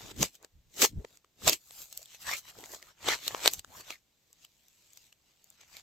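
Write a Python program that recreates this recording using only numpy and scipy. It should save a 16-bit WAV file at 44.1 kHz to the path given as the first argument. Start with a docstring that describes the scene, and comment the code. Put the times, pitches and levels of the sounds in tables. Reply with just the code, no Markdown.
"""A lump of wet slime on a table, close to the microphone, is poked, folded and stretched by two hands.
Each squeeze drives trapped air out in a squelch (sputtering noise through a hollow) and bursts a fizz of bubbles;
narrow folds sing as gliding resonances, larger pockets pop one by one as a noisy snap and a short ring.
The pressed mass thuds softly as low noise and brief swings, over a faint room tone.
At the end the slime is pulled into a sheet and only ticks and fizzes."""
import sys
import numpy as np
from scipy import signal
from scipy.fft import rfft, irfft, next_fast_len
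from scipy.io import wavfile
from scipy.ndimage import uniform_filter1d, map_coordinates

SR = 44100
rng = np.random.default_rng(int(sys.argv[2]) if len(sys.argv) > 2 else 0)


def waveform_to_disk(signal):
    """Save audio, clipped to [-1, 1], as 16-bit WAV at the path in sys.argv[1]."""
    frames = np.transpose(np.atleast_2d(signal))
    scaled = np.clip(frames, -1, 1) * 32767
    samples = np.round(scaled).astype(np.int16)
    wavfile.write(sys.argv[1], SR, samples)


N = 256662

# strokes of the hands, squeezing or pulling; levels stand before each layer's gain:
# (full at [s], swell [s per 20 dB], hold [s], release of the fizz [s per 20 dB],
#  fizz level [dB], fizz tilt [dB per octave], squelch level [dB], squelch pitch [Hz])
HAND_STROKES = [(0.003, 0.109, 0.105, 0.034, -49.6, -2.1, -51.5, 600.0),
                (0.111, 0.028, 0.009, 0.008, -48.3, -4.8, -47, 480),
                (0.221, 0.047, 0.021, 0.038, -29.6, -1.0, -37.4, 540.0),
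                (0.349, 0.055, 0.006, 0.032, -54.7, 1.1, -69.8, 570.0),
                (0.441, 0.052, 0.007, 0.028, -62.1, -0.1, -53.7, 400.0),
                (0.829, 0.043, 0.016, 0.03, -18.3, 0.7, -27.3, 580.0),
                (0.997, 0.044, 0.006, 0.045, -74.8, -3.5, -59, 200.0),
                (1.137, 0.472, 0.023, 0.051, -63.1, 0.4, -68, 760.0),
                (1.485, 0.042, 0.009, 0.031, -21.3, -1.3, -26, 520),
                (1.529, 0.042, 0.006, 0.029, -28.3, 0.1, -39.1, 380.0),
                (1.816, 0.203, 0.006, 0.074, -43.5, 4.3, -56.9, 950.0),
                (1.924, 0.135, 0.107, 0.044, -53.5, 2.1, -66.3, 710.0),
                (2.146, 0.157, 0.005, 0.043, -49.2, -0.5, -62.4, 1130.0),
                (2.22, 0.039, 0.004, 0.032, -45.5, 2.3, -57.8, 1000.0),
                (2.28, 0.056, 0.059, 0.051, -35.8, -1.6, -41, 1420.0),
                (2.369, 0.047, 0.02, 0.023, -39.9, 3.0, -55.6, 780.0),
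                (2.492, 0.095, 0.01, 0.027, -47.4, -0.4, -52.8, 1560.0),
                (2.59, 0.137, 0.07, 0.031, -52.7, 0.9, -54.4, 600.0),
                (2.738, 0.126, 0.005, 0.063, -44.0, 3.0, -47.7, 680.0),
                (2.829, 0.173, 0.075, 0.056, -59.3, -0.4, -61.5, 1200.0),
                (3.08, 0.051, 0.054, 0.05, -29.8, -3.4, -31.2, 1140.0),
                (3.275, 0.129, 0.001, 0.056, -38.6, -1.7, -45.9, 1440.0),
                (3.305, 0.048, 0.11, 0.045, -46.4, -0.6, -45.7, 760.0),
                (3.455, 0.05, 0.02, 0.032, -27.0, -2.8, -31.7, 810.0),
                (3.534, 0.059, 0.005, 0.048, -39.3, 3.0, -49.8, 600.0),
                (3.592, 0.076, 0.003, 0.019, -48.1, -0.6, -58.8, 570.0),
                (3.772, 0.12, 0.037, 0.042, -48.9, 1.2, -51.7, 980.0),
                (3.906, 0.09, 0.01, 0.052, -43.6, -1.7, -47.4, 1230.0),
                (4.322, 0.3, 0.012, 0.066, -73, 0.5, -78, 580.0),
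                (4.446, 0.114, 0.006, 0.024, -56.8, -1.6, -69.2, 1180.0),
                (4.947, 1.03, 0.123, 0.081, -61.9, -0.1, -76, 640.0),
                (5.285, 0.155, 0.03, 0.047, -69.9, -3.0, -77.5, 790.0),
                (5.499, 0.6, 0.049, 0.045, -66.7, -0.4, -74, 740.0),
                (5.614, 0.095, 0.019, 0.043, -58.2, -4.5, -63.1, 1560.0),
                (5.745, 0.129, 0.051, 0.04, -53.1, -1.6, -59.7, 1270.0)]
# the mass pressed on the table: (time [s], pitch [Hz], level before each layer's gain [dB])
TABLE_PRESSES = [(0.045, 120, -52), (0.11, 100, -58), (0.208, 122, -32), (0.56, 48, -60), (0.59, 55, -61),
                 (0.684, 50, -62), (0.815, 150, -49), (0.935, 110, -45), (0.985, 56, -34.5),
                 (1.47, 120, -40), (2.28, 92, -57), (2.585, 110, -60), (3.08, 137, -48), (3.335, 110, -58),
                 (3.585, 58, -55), (3.696, 84, -60), (3.78, 96, -61)]
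# air pockets bursting, before the pops' own gain and stretches:
# (time [s], cavity pitch [Hz], length [ms], level over 2 ms [dB], snap tilt [dB per octave])
AIR_POCKETS = [(0.2295, 6070, 1.3, -15, 0), (0.354, 6320, .8, -48, 5), (0.4282, 7180, .5, -52.5, 3),
               (0.4477, 7430, .4, -43, -2.5), (0.8196, 6580, .9, -16, 1), (0.824, 6520, 1.0, -16, .5),
               (0.8454, 435, 2.2, -19, -4.5), (0.8499, 6250, 2.4, -16, -.5), (1.0492, 430, 1.3, -35.5, -8),
               (1.1731, 7220, .5, -51, 2), (1.2466, 1194, .9, -56, -3.5), (1.4759, 679, 2.4, -18, 1),
               (1.4791, 7350, .45, -14.5, -1), (1.4839, 7540, .9, -21, -2.5), (1.4963, 5120, .6, -14.5, 3),
               (1.5316, 5320, 1.0, -23.5, 3), (1.709, 7800, .8, -45, -3.5), (1.9278, 7570, .5, -39, 3.5),
               (1.9759, 7490, .4, -31, 9), (2.0297, 6910, .5, -45, 2.5), (2.0584, 3430, .8, -46, 4),
               (2.147, 2640, .5, -49, -2), (2.5882, 451, 1.6, -43, 0), (2.64, 2070, .8, -41, -3.5),
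               (2.659, 6600, .9, -43, -1), (2.7477, 7360, 2.2, -38, -1.5), (2.8274, 2090, .6, -43, -.5),
               (3.0873, 3570, 2.0, -17.5, -3.5), (3.2801, 3900, .55, -21, 1.5),
               (3.3481, 1086, .7, -25.5, -6), (3.4598, 3780, .3, -16, -3.5), (3.4776, 3998, .3, -9, -.5),
               (3.536, 7660, .6, -25, 8), (3.5948, 7700, 1.5, -35, 1.5), (3.6472, 1394, .45, -41.5, -2),
               (3.809, 7060, .5, -43, 2), (3.906, 2480, 1.0, -32, -3.5), (4.3299, 7370, .5, -51, 4.5),
               (4.4495, 3104, 1.0, -45.5, 2), (4.6842, 6060, .9, -55, 6.5), (4.9339, 6370, .6, -51, 5.5),
               (4.9744, 5790, 1.0, -45, .5), (5.1272, 2820, 1.5, -51, 0), (5.4433, 6800, .6, -52, 7.5),
               (5.5031, 7590, .7, -48, 10), (5.6131, 6450, .6, -50, -.5), (5.7688, 4010, .4, -41, 1.5)]
# narrow air channels that sing as they are squeezed, before their gain:
# (start [s], end [s], start pitch [Hz], end pitch [Hz], level relative to the stroke [dB])
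AIR_CHANNELS = [(0.73, 0.86, 330, 400, -15), (0.93, 1.04, 190, 520, 8), (1.491, 1.55, 334, 310, -15),
                (1.98, 2.025, 606, 600, -10.5), (2.24, 2.32, 1760, 1750, -5.5),
                (2.25, 2.345, 1020, 1200, -9), (2.304, 2.37, 2000, 2480, -1), (2.86, 2.93, 1030, 1800, -7),
                (3.088, 3.155, 2180, 1950, -6), (3.2, 3.295, 3150, 4350, -6),
                (3.469, 3.505, 3737, 4500, -4), (3.5, 3.56, 5500, 7900, -10.5), (3.68, 3.77, 563, 1250, -6),
                (3.92, 3.975, 2350, 1850, -1), (5.725, 5.795, 2400, 2200, -8)]
# relative tone of a tearing wet film at the microphone: (frequency [Hz], level per Hz [dB])
FILM_TONE = [(150.0, -18), (400.0, -6), (1700.0, -8.0), (2500.0, -4.5), (4200.0, -3), (5400.0, -5.0),
             (6600.0, -2), (7900.0, -3), (8700.0, -13), (9700.0, -25.5), (11000.0, -11), (12500.0, -7.5),
             (14800.0, -10), (16000.0, -22)]
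# stereo width at the microphone: (frequency [Hz], side minus mid [dB])
STEREO_WIDTH = [(60, -11), (110, -8), (200, -7), (380, -8), (700, -6), (1290, -4), (2380, -4), (4400, -3),
                (8120, -4), (15000, -1)]
# relative tone of the room noise: (frequency [Hz], level per Hz [dB])
ROOM_SPECTRUM = [(15, -30), (25, 0), (80, 0), (677, -9.5), (1260, -14.5), (3920, -10), (5140, -14),
                 (6920, -11.5), (8140, -15), (9840, -29.5), (11600, -18.5), (14800, -13), (16000, -31)]

ROOM_TONE_DB = -75
CUTOFF_HZ = 15900
SWELL_POWER = .9   # under 1, a stroke steepens towards its peak
SQUELCH_HASTE = 1.28   # the squelch dies this much faster than the fizz
# every stroke also drags the mass, by a share of the squelch's swing in dB
DRAG_DB, DRAG_FOLLOWS, DRAG_HZ = -38, .58, 70
PRESS_RISE_DB_PER_S, PRESS_FALL_DB_PER_S = 380, 480
# the smaller the pocket, the higher its pitch and the more it snaps rather than rings
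POCKET_HZ, SNAP_DB_PER_OCTAVE = 3400, 1.2


def from_db(db):
    """Decibels to gain."""
    return 10 ** (np.asarray(db) / 20)


def rms_one(x):
    """Scale to unit power."""
    return x / np.sqrt(np.mean(x ** 2) + 1e-20)


def at_hz(points, hz):
    """A spectrum table read on a log-frequency axis."""
    known, values = np.transpose(points)
    return np.interp(np.log(hz + 1), np.log(known), values)


def resonance(hz, centre_hz, q):
    """Gain of a damped cavity."""
    return 1 / np.sqrt(1 + (q * (hz / centre_hz - centre_hz / hz)) ** 2)


def film(hz, tilt_db):
    """Gain of bursting film; a positive tilt, as of thinner film, favours the treble."""
    octaves = np.log2(np.clip(hz, 300, 16000) / 1000)
    return from_db(at_hz(FILM_TONE, hz) + tilt_db * octaves)


def hollows(hz, s, depth_db, width_hz, life_s):
    """Gain of the many shifting hollows between the fingers: peaks and dips that come and go."""
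    field = rng.standard_normal((400, 400))
    where = np.broadcast_arrays(hz / width_hz, s / life_s)
    return from_db(depth_db * map_coordinates(field, where, order=3, mode="wrap"))


def stereo_noise():
    """Noise of unit power, more alike in both channels in the bass and wide in the treble."""
    size = next_fast_len(N)
    mid, side = rfft(rng.standard_normal((2, size)))
    width = from_db(at_hz(STEREO_WIDTH, np.fft.rfftfreq(size, 1 / SR)))
    left_right = mid + side * width * [[1], [-1]]
    return irfft(left_right / np.sqrt(1 + width ** 2), size)[:, :N]


def moving_filter(x, gain_at, size):
    """Colour x by gain_at(Hz, s), scaled so that white noise keeps its power."""
    hz, s, frames = signal.stft(x, SR, nperseg=size)
    gain = gain_at(hz[:, None] + 1, s)
    gain = gain / np.sqrt(np.mean(gain ** 2, axis=0))
    return signal.istft(frames * gain, SR, nperseg=size)[1][:, :x.shape[1]]


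def swarm(per_s, spread_db, grain_ms, smooth_share):
    """Tiny bursts of uneven size, each dying quickly, over a blur of still smaller ones."""
    struck = rng.random(N) < per_s / SR
    energy = struck * from_db(spread_db * np.minimum(rng.exponential(1, N), 4)) ** 2
    decay = np.exp(-1e3 / (grain_ms * SR))
    power = signal.lfilter([1], [1, -decay], energy + 1e-18)
    power = power / uniform_filter1d(power, size=1800)   # the hand, not chance, sets the loudness
    share = np.clip(smooth_share, 0, 1)
    return stereo_noise() * np.sqrt(share + (1 - share) * np.abs(power))


def strokes(s, haste, levels_db, colours):
    """Each stroke swells, holds and falls away; gives their joint gain and the colour of those that prevail."""
    full_s, swell_s, hold_s, release_s = np.transpose(HAND_STROKES)[:4, :, None]
    coarse = np.arange(0, N / SR, .001)
    swell_db = 20 * (np.maximum(full_s - coarse, 0) / swell_s) ** SWELL_POWER
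    fall_db = 20 * haste / release_s * np.maximum(coarse - full_s - hold_s, 0)
    power = from_db(levels_db[:, None] - swell_db - fall_db) ** 2 + 1e-20
    total = power.sum(axis=0)
    gain = np.interp(s, coarse, np.sqrt(total))
    return gain, np.interp(s, coarse, colours @ power / total)


def fizzing(s):
    """Gain and tilt of the fizz at the times s."""
    *_, level_db, tilt_db, _, _ = np.transpose(HAND_STROKES)
    return strokes(s, 1, level_db, tilt_db)


def squelching(s):
    """Gain and pitch of the squelch at the times s."""
    *_, level_db, pitch_hz = np.transpose(HAND_STROKES)
    return strokes(s, SQUELCH_HASTE, level_db, pitch_hz)


def pressing(s):
    """Presses build up and ease off over the drag of the strokes; gives joint gain and prevailing pitch."""
    at_s, pitch_hz, level_db = np.transpose(TABLE_PRESSES)[:, :, None]
    coarse = np.arange(0, N / SR, .001)
    rise_db = PRESS_RISE_DB_PER_S * (at_s - coarse)
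    fall_db = PRESS_FALL_DB_PER_S * (coarse - at_s)
    power = from_db(level_db - np.maximum(rise_db, fall_db)) ** 2
    drag = (from_db(DRAG_DB) * squelching(coarse)[0] ** DRAG_FOLLOWS) ** 2
    total = power.sum(axis=0) + drag
    mean_hz = ((pitch_hz * power).sum(axis=0) + DRAG_HZ * drag) / total
    return np.interp(s, coarse, np.sqrt(total)), np.interp(s, coarse, mean_hz)


def room_tone():
    """Faint steady noise of the room."""
    def colour(hz, s):
        return from_db(at_hz(ROOM_SPECTRUM, hz))
    return from_db(ROOM_TONE_DB) * moving_filter(stereo_noise(), colour, size=2048)


def fizz(low_edge_hz=2000, gain_db=-1.54):
    """Small bubbles break as sticky faces meet and part."""
    def colour(hz, s):
        ripple = hollows(hz, s, depth_db=3.0, width_hz=300, life_s=.045)
        return ripple * film(hz, fizzing(s)[1]) / np.sqrt(1 + (low_edge_hz / hz) ** 8)
    grains = swarm(per_s=940, spread_db=4.0, grain_ms=.3, smooth_share=0.61)
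    level, _ = fizzing(np.arange(N) / SR)
    return from_db(gain_db) * level * moving_filter(grains, colour, size=512)


def squelch(q=0.62, low_edge_hz=245, high_edge_hz=2400, palm_hz=305, palm_q=2.0, palm_db=3.5,
            ripple_db=3.0, gain_db=-3.5):
    """Air sputters out of a fold, whose hollow changes pitch; the cupped hand adds a low resonance."""
    def colour(hz, s):
        edges = (1 + (low_edge_hz / hz) ** 8) * (1 + (hz / high_edge_hz) ** 8)
        palm = np.hypot(1, from_db(palm_db) * resonance(hz, palm_hz, palm_q))
        ripple = hollows(hz, s, depth_db=ripple_db, width_hz=190, life_s=.04)
        return ripple * palm * resonance(hz, squelching(s)[1], q) / np.sqrt(edges)
    grains = swarm(per_s=400, spread_db=4.0, grain_ms=.6, smooth_share=.4)
    level, _ = squelching(np.arange(N) / SR)
    return from_db(gain_db) * level * moving_filter(grains, colour, size=1024)


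def thuds(q=0.37, overtone_ratio=2.7, flutter_db=2.5, flutter_s=.025, gain_db=-0.4):
    """The soft mass wobbles unevenly against the table under the knuckles."""
    def colour(hz, s):
        _, pitch_hz = pressing(s)
        return resonance(hz, pitch_hz, q) / np.sqrt(1 + (hz / (overtone_ratio * pitch_hz)) ** 6)
    s = np.arange(N) / SR
    wobble = moving_filter(stereo_noise(), colour, size=2048)
    # level the noise, so that presses and flutter set the loudness
    wobble = wobble / np.sqrt(uniform_filter1d(np.mean(wobble ** 2, axis=0), size=900))
    flutter = map_coordinates(rng.standard_normal(N), [s / flutter_s], order=1, mode="wrap")
    return from_db(flutter_db * flutter + gain_db) * pressing(s)[0] * wobble


def bumps(glide=0.21, length_ms=13.5, gain_db=-3):
    """At the height of a press the mass swings for a few cycles and stiffens as it is compressed."""
    s, out = np.arange(N) / SR, np.zeros(N)
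    phases = rng.uniform(0, 2 * np.pi, len(TABLE_PRESSES))
    for (at_s, hz, level_db), phase in zip(TABLE_PRESSES, phases):
        age = (s - at_s) * 1e3 / length_ms   # in lengths of the bump
        near = np.abs(age) < 4
        turn = 2 * np.pi * np.cumsum(hz * (1 + glide * np.tanh(age[near]))) / SR
        bell = np.exp(-.5 * age[near] ** 2)
        out[near] += from_db(level_db + gain_db) * bell * np.sin(turn + phase)
    return out


def pops(opening=1.02, ring_stretch=1.2, snap_stretch=1.0, glide=0.069, skirt_db=-19, skirt_ms=4.0,
         low_edge_hz=380, gain_db=.5, snap_db=2.5, phase_spread=.35):
    """A pocket opens: its film snaps and its cavity rings, rising; a faint noise skirt lies before and after."""
    size = 2048
    ms = (np.arange(size) - size // 2) * 1e3 / SR
    hz = np.fft.rfftfreq(size, 1 / SR) + 1
    span = np.sqrt(.002 * SR / size)   # the level over 2 ms, as that of the whole window
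    small_source = 1 / np.sqrt(1 + (low_edge_hz / hz) ** 6)   # radiates little bass
    out, noise = np.zeros((2, N + 2 * size)), stereo_noise()
    chance = rng.standard_normal((len(AIR_POCKETS), 2))
    age_ms = np.where(ms < 0, -ms / opening, ms)   # rises and falls at nearly the same rate
    for (s, cavity_hz, length_ms, level_db, tilt_db), (phase, skew) in zip(AIR_POCKETS, chance):
        at, length_ms = int(s * SR), max(length_ms, .2)
        octaves = np.log2(cavity_hz / POCKET_HZ)
        turn = 2 * np.pi * np.cumsum(cavity_hz * (1 + glide * np.tanh(ms / length_ms))) / SR
        ring = np.sin(turn + np.pi * phase + phase_spread * skew * np.array([[1], [-1]]))
        ring = ring * np.exp(-age_ms / (ring_stretch * length_ms))
        skirt = from_db(skirt_db) * np.exp(-age_ms / skirt_ms)
        burst = np.exp(-age_ms / (snap_stretch * length_ms)) + skirt
        snap = irfft(rfft(noise[:, at - size:at] * burst) * film(hz, tilt_db) * small_source)
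        pop = rms_one(ring) + from_db(snap_db + SNAP_DB_PER_OCTAVE * octaves) * rms_one(snap)
        out[:, at:at + size] += span * from_db(level_db + gain_db) * rms_one(pop)
    return out[:, size // 2:size // 2 + N]


def channels(q=5.5, min_width_hz=120, gain_db=0.4):
    """Air forced through a narrow fold rings at a gliding pitch, as loud as the squeeze drives it."""
    s = np.arange(N) / SR
    squeeze = np.hypot(fizzing(s)[0], squelching(s)[0])
    sputter = swarm(per_s=270, spread_db=3, grain_ms=0.2, smooth_share=.4)
    out = np.zeros((2, N))
    for start, end, start_hz, end_hz, level_db in AIR_CHANNELS:
        at = np.arange(int(start * SR), int(max(end, start + .02) * SR))

        def colour(hz, age):
            centre_hz = start_hz * (end_hz / start_hz) ** (age * SR / len(at))
            return resonance(hz, centre_hz, np.minimum(q, centre_hz / min_width_hz)) ** 2
        swell = np.sqrt(np.sin(np.pi * (np.arange(len(at)) + .5) / len(at)))
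        song = rms_one(moving_filter(sputter[:, at], colour, size=512))
        out[:, at] += from_db(level_db + gain_db) * swell * song
    return squeeze * out


def scene(left_db=.5):
    """The slime lies slightly to the left; the room is dry."""
    slime = fizz() + squelch() + thuds() + bumps() + pops() + channels()
    return room_tone() + slime * from_db([[left_db], [-left_db]])


def record(dry):
    """Full scale clips the peaks, then a steep low-pass cuts the top."""
    low_pass = signal.ellip(8, .1, 60, CUTOFF_HZ, fs=SR, output="sos")
    return signal.sosfiltfilt(low_pass, np.clip(dry, -1, 1))


dry = scene()
out = record(dry)
waveform_to_disk(out)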